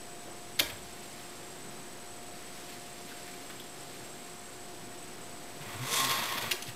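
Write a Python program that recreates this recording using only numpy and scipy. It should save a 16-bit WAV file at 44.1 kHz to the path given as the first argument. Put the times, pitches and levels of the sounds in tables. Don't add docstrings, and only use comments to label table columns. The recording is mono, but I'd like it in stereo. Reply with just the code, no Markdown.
import sys
import numpy as np
from scipy import signal
from scipy.fft import rfft, irfft, next_fast_len
from scipy.io import wavfile
from scipy.ndimage import map_coordinates

SR = 44100
rng = np.random.default_rng(int(sys.argv[2]) if len(sys.argv) > 2 else 0)


def output_pcm(signal):
    pcm = np.clip(np.atleast_2d(signal).T, -1, 1) * 32767
    wavfile.write(sys.argv[1], SR, np.round(pcm).astype(np.int16))


def gain_from_db(level_db):
    decades = np.asarray(level_db, float) / 20
    return 10 ** decades


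N = 297675
TIME = np.arange(N) / SR


def unit(x):
    return x / np.sqrt(np.mean(x ** 2) + 1e-20)


def along(points, hz):
    f, value = np.transpose(points)
    return np.interp(np.log(hz + 1), np.log(f + 1), value)


def wobble(rate):
    knots = rng.standard_normal(int(N / SR * 400))
    return map_coordinates(knots, [TIME * min(rate, 390)])


def sine(hz):
    return np.sin(2 * np.pi * np.cumsum(hz) / SR)


def filtered(x, response):
    m = next_fast_len(N + SR // 2)
    return irfft(rfft(x, m) * response(np.fft.rfftfreq(m, 1 / SR)), m)[:N]


def resonant(x, modes):
    def response(f):
        total = 0
        for k, (centre, width, db) in enumerate(modes):
            band = 1j * f * width
            total = total + (-1) ** k * gain_from_db(db) * band / (centre * centre - f * f + band)
        return total
    return filtered(x, response)


def coloured(spectrum):
    return unit(filtered(rng.standard_normal(N), lambda hz: gain_from_db(along(spectrum, hz))))


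def burst(t, length):
    swell = 2 * t / length * np.exp(.5 - 2 * (t / length) ** 2)
    return rng.uniform(-1.28, 1.6, len(t)) * swell


def bell(s, span):
    return np.exp(-((TIME - s) / span) ** 2)


def swells(rows):
    return sum(gain_from_db(db) * bell(s, span) for s, db, span in rows)


# frequency in Hz, t60 in seconds.
ROOM_DECAY = [(100, 0.64), (1000, 0.7), (4000, .33), (8000, 0.28)]


def room(x):
    hz, t, z = signal.stft(rng.standard_normal(SR // 2), SR, nperseg=256)
    decay = gain_from_db(-60 * t / along(ROOM_DECAY, hz)[:, None])
    tail = signal.istft(z * decay, SR, nperseg=256)[1]
    late = np.pad(x, (300, 0))
    return signal.fftconvolve(late, tail / np.linalg.norm(tail))[:N]


# frequency in Hz, level in dB per Hz.
AIR_COLOUR = [(20, -11.5), (60, -15.5), (120, -5.5), (250, -2), (450, -5), (900, -9.5), (2300, -15),
              (8000, -21.5)]
# frequency in Hz, level in dB rms, unsteadiness in Hz.
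HUM_TONES = [(117.7, -66, 12), (359.8, -59, 4), (705.4, -57.5, 2)]


def workshop():
    hum = 0
    for hz, db, drift in HUM_TONES:
        level = np.sqrt(2) * gain_from_db(db + 1.5 * wobble(6))
        hum = hum + level * sine(hz + drift * wobble(20))
    return gain_from_db(-48.5 + .6 * wobble(3)) * coloured(AIR_COLOUR) + hum


# centre in seconds, peak in dB, half length in seconds.
PAD_STROKES = [
    (1.1, -54.5, 0.55),
    (2.4, -55.5, 0.11),
    (2.68, -50, 0.2),
    (3.2, -52, 0.24),
    (4.0, -54.5, 0.57),
]
# frequency in Hz, level in dB per Hz.
CLOTH_COLOUR = [(500, -21.5), (1200, -8.5), (2200, 0.5), (2800, -3), (4500, -1), (8000, -7.5)]


def shuffle():
    return swells(PAD_STROKES) * gain_from_db(2.0 * wobble(25)) * coloured(CLOTH_COLOUR)


# start in seconds, peak in dB, resonance in Hz, width in Hz.
SOFT_TOUCHES = [(0.248, -41, 390, 500), (0.696, -32.5, 2700, 1620), (1.188, -42, 2160, 1500),
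                (2.691, -43.5, 2530, 2510), (3.086, -41.5, 2950, 1950), (3.108, -41.5, 1400, 248),
                (3.274, -42, 2070, 600), (3.331, -45, 2200, 670), (3.492, -39.5, 1400, 1180),
                (3.497, -43.5, 3450, 800), (3.502, -39.5, 2020, 2490), (3.596, -36.5, 3310, 500),
                (5.615, -40.5, 2050, 1970), (6.619, -30.5, 3100, 610), (6.621, -34.5, 4500, 890),
                (6.621, -32.5, 6320, 900), (6.664, -34, 3620, 1980), (6.674, -35.5, 3830, 1980),
                (6.683, -34, 2830, 2480), (6.686, -39, 2100, 1790)]


def nudges():
    out, t = np.zeros(N + 8000), np.arange(8000) / SR
    for s, db, hz, width_hz in SOFT_TOUCHES:
        peak = signal.iirpeak(hz, hz / width_hz / 1.5, SR)
        puff = burst(t, .004 + 23 / hz)
        puff = signal.lfilter(*peak, signal.lfilter(*peak, puff))
        out[round(s * SR):][:len(t)] += gain_from_db(db) * puff / np.abs(puff).max()
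    return out[:N]


# start in seconds, frequency in Hz, level in dB, t60 in seconds.
WOOD_THUMPS = [
    (0.597, 105.5, -36, 0.16),
    (0.639, 63.7, -41, 0.22),
    (.72, 98.4, -39, 0.17),
    (0.771, 60.8, -48, 0.71),
    (.25, 325.6, -43.5, 0.28),
    (5.602, 147.4, -35.5, 0.13),
    (6.352, 260, -30, 0.045),
    (6.513, 367, -37, .3),
    (6.681, 120, -32, 0.099),
]


def thumps():
    out = 0
    for s, hz, db, t60 in WOOD_THUMPS:
        age = np.maximum(TIME - s, 0)
        rise = 1 - np.exp(-age / (.065 * t60))
        out = out + gain_from_db(db - 60 * age / t60) * rise * np.sin(2 * np.pi * hz * age)
    return out


# centre in seconds, frequency in Hz, glide in Hz per second, peak in dB, octave in dB.
BOX_GROANS = [
    (5.68, 102.7, 7, -49.5, -2),
    (5.771, 106, 98, -42.5, -17),
    (5.825, 126.7, 170, -35, -11),
    (5.929, 474, 700, -43, -35),
    (6.02, 129, 60, -48, 5),
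    (6.066, 128, -43, -48, 3),
    (6.14, 116, 0, -50, -9),
    (6.21, 115.2, 5, -49, 3),
    (6.47, 113.4, 303, -46, -2),
]


def groans():
    out = 0
    for s, hz, glide_hz, db, octave_db in BOX_GROANS:
        age = TIME - s
        turn = 2 * np.pi * (hz + glide_hz * age / 2) * age
        out = out + gain_from_db(db) * bell(s, .032) * (np.sin(turn) + gain_from_db(octave_db) * np.sin(2 * turn))
    return out


# time in seconds, peak in dB, loose part's ring in Hz, wood knock in dB.
METAL_CONTACTS = [(0.5919, -13, 4200, -34), (0.596, -10.5, 3420, -27), (0.6001, -11, 3270, -32.5),
                  (0.6030, -13, 2700, -50), (6.048, -23, 3580, -41), (6.0951, -25, 3740, -43),
                  (6.3764, -34, 3300, -37.5), (6.4238, -30, 1980, -32), (6.5112, -14.5, 4720, -51),
                  (6.5155, -13.5, 2930, -47), (6.5195, -18.5, 2820, -36.5), (6.525, -19.5, 2300, -40.5),
                  (6.5312, -31, 2900, -44)]
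# frequency in Hz, width in Hz, level in dB.
JAW_MODES = [(1230, 380, -15), (2086, 1600, -8), (3340, 1300, -7.5), (4630, 1400, -7.5)]
# frequency in Hz, width in Hz, level in dB.
JAW_BRIGHT_MODES = [(5200, 360, -9), (6150, 1100, -9), (7210, 880, -9)]
# frequency in Hz, width in Hz, level in dB.
BENCH_MODES = [(287, 160, -2.5), (434, 120, -1), (602, 100, -0.5), (1040, 220, -8.5)]


def contacts():
    rattle_s, shudder_s, bright_db, loose_width_hz = .0045, .023, 4, 480
    drive, loose, t = np.zeros((3, N + 4000)), np.zeros(N + 4000), np.arange(4000) / SR
    for s, db, hz, knock_db in METAL_CONTACTS:
        start = round((s - rattle_s / 3) * SR)
        at = slice(start, start + len(t))
        blow = gain_from_db(db + 6.5) * burst(t, rattle_s)
        bright = gain_from_db(db + bright_db) * burst(t, rattle_s)
        knock = gain_from_db(knock_db + 12.0) * burst(t, shudder_s)
        drive[:, at] += [blow, bright, knock]
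        loose[at] += gain_from_db(-0.5) * signal.lfilter(*signal.iirpeak(hz, hz / loose_width_hz, SR), blow)
    bodies = (JAW_MODES, JAW_BRIGHT_MODES, BENCH_MODES)
    return loose[:N], sum(resonant(d[:N], modes) for d, modes in zip(drive, bodies))


# time in seconds, scrape in dB.
STROKE = [
    (5.57, -69),
    (5.614, -53),
    (5.8, -48.5),
    (5.862, -44.5),
    (5.93, -37.5),
    (6.0, -38.5),
    (6.16, -38.5),
    (6.32, -42),
    (6.51, -46.5),
]
# time in seconds, extra level in dB.
NOTCH_CATCHES = [
    (5.99, 2),
    (6.048, 2),
    (6.113, 5.5),
    (6.19, -0.5),
    (6.333, 1.5),
    (6.381, 5),
    (6.428, 4),
]
# centre in seconds, peak in dB, half length in seconds.
BAR_SINGS = [
    (5.92, -52, 0.025),
    (6.022, -32, 0.042),
    (6.13, -36.5, .04),
    (6.34, -41, .025),
]
# frequency in Hz, width in Hz, level in dB.
BAR_MODES = [(500, 580, -9.5), (954, 73, -0.5), (1141, 51, 0), (1400, 400, -5), (1947, 390, -1.5),
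             (2700, 920, -6.5)]
# frequency in Hz, width in Hz, level in dB.
SQUEAL_MODES = [(3310, 140, 0), (3590, 250, -2), (4500, 1000, -7.5)]
# frequency in Hz, width in Hz, level in dB.
NOTCH_MODES = [(5310, 870, -6.5), (6550, 920, 1), (7360, 90, 7), (8160, 890, 0)]
# frequency in Hz, width in Hz, level in dB.
BOX_MODES = [(120, 50, -1.5), (199.4, 45, -2.5), (298, 140, -11)]


def slide():
    stroke_db = np.interp(TIME, *np.transpose(STROKE), -120, -120)
    scrape_db = stroke_db + sum(db * bell(s, .011) for s, db in NOTCH_CATCHES)
    rush = bell(5.97, .13)
    full_db = -34.5
    tick_db = -4 + 9 * rush + .15 * (stroke_db - full_db)
    squeal_db = 3 + 2 * rush + .45 * (scrape_db - full_db)
    notches_passed = np.cumsum(260 * gain_from_db(1.5 * wobble(40))) / SR
    ticks = np.diff(np.floor(notches_passed), prepend=0)
    ticks = unit(ticks * gain_from_db(2.7 * rng.standard_normal(N)))
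    judder = gain_from_db(.5 * wobble(30) + 2 * wobble(150))

    def rub(modes, tick_share):
        return unit(resonant(judder * rng.standard_normal(N) + tick_share * ticks, modes))

    noisy = gain_from_db(2) * rub(BAR_MODES, .7) + gain_from_db(squeal_db) * rub(SQUEAL_MODES, .59)
    noisy = noisy + gain_from_db(tick_db) * rub(NOTCH_MODES, .67) + gain_from_db(-13.5) * rub(BOX_MODES, 0)
    ring_gain = (swells(BAR_SINGS) + gain_from_db(stroke_db - 6)) * gain_from_db(1.5 * wobble(60))
    ring = ring_gain * sine(1076 + 10 * wobble(90))
    sliding = gain_from_db(scrape_db) * noisy
    return ring + sliding + gain_from_db(-8.5) * room(sliding)


def scene():
    loose, jaw = contacts()
    clamp = jaw + nudges()
    echo = gain_from_db(-6) * room(clamp + gain_from_db(-7.5) * loose)
    near = loose + clamp + echo + slide() + thumps() + groans() + shuffle() + workshop()
    return np.array([near, near])


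CAMERA_RATE = 16001.44


def whine(t, busy):
    frame = 2 * np.pi * 30 * t
    load = np.cos(frame) + .3 * np.cos(2 * frame) + .5 * np.sin(frame / 3)
    restless = np.interp(t, TIME, wobble(300))
    pull = np.tanh(np.where(busy, .8 * load - .35 + .85 * restless, .4 * load + .8 * restless))
    hz = np.where(busy, 7690 + 235 * pull, 7850 + 160 * pull)
    swell_db = 1.5 * pull * busy + 3.5 * np.interp(t, TIME, wobble(200)) - 1.5
    tone = gain_from_db(-52.5 + swell_db) * np.cos(2 * np.pi * np.cumsum(hz) / CAMERA_RATE)
    pulse_db = 7 * 8.7 * (np.cos(frame + .3) - 1)
    blip_db = -52 + pulse_db + 3 * np.interp(t, TIME, wobble(30)) + 3 * busy - 3
    return tone + gain_from_db(blip_db) * np.cos(2 * np.pi * 7872 * t)


# frequency in Hz, gain in dB.
TOP_EDGE = [(15550, 0), (15900, -45)]


def rebuilt(x):
    hz, _, z = signal.stft(x, SR, nperseg=512)
    top = np.flatnonzero((hz > 14100) & (hz < TOP_EDGE[1][0]))
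    shift = 2 * round(1550 / hz[2])
    z[top] = gain_from_db(-3) * z[top - shift] * gain_from_db(along(TOP_EDGE, hz[top]))[:, None]
    return signal.istft(z, SR, nperseg=512)[1][:N]


def band_limit(x):
    return signal.sosfilt(signal.butter(12, 15880, fs=SR, output="sos"), x)


# start in seconds, busy from 0 to 1.
CAMERA_LOAD = [
    (0, 0),
    (.6, 1),
    (1.6, 0),
    (2.6, 1),
    (4.6, 0),
    (5.6, 1),
    (6.45, 0),
]


def record(dry):
    step = 1 / 128
    t = np.arange(round(N * CAMERA_RATE / SR)) / CAMERA_RATE
    starts, state = np.transpose(CAMERA_LOAD)
    busy = state[np.searchsorted(starts, t, "right") - 1]
    offset = -.0035 + .0009 * busy
    heard = signal.resample(dry[0], len(t)) + whine(t, busy) + offset
    stepped = step * np.round(heard / step)
    doubled = signal.resample(np.repeat(stepped, 2), N)
    played = rebuilt(filtered(doubled, lambda hz: gain_from_db(along(TOP_EDGE, hz))))
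    return band_limit(np.array([played, played]))


dry = scene()
out = record(dry)
output_pcm(out)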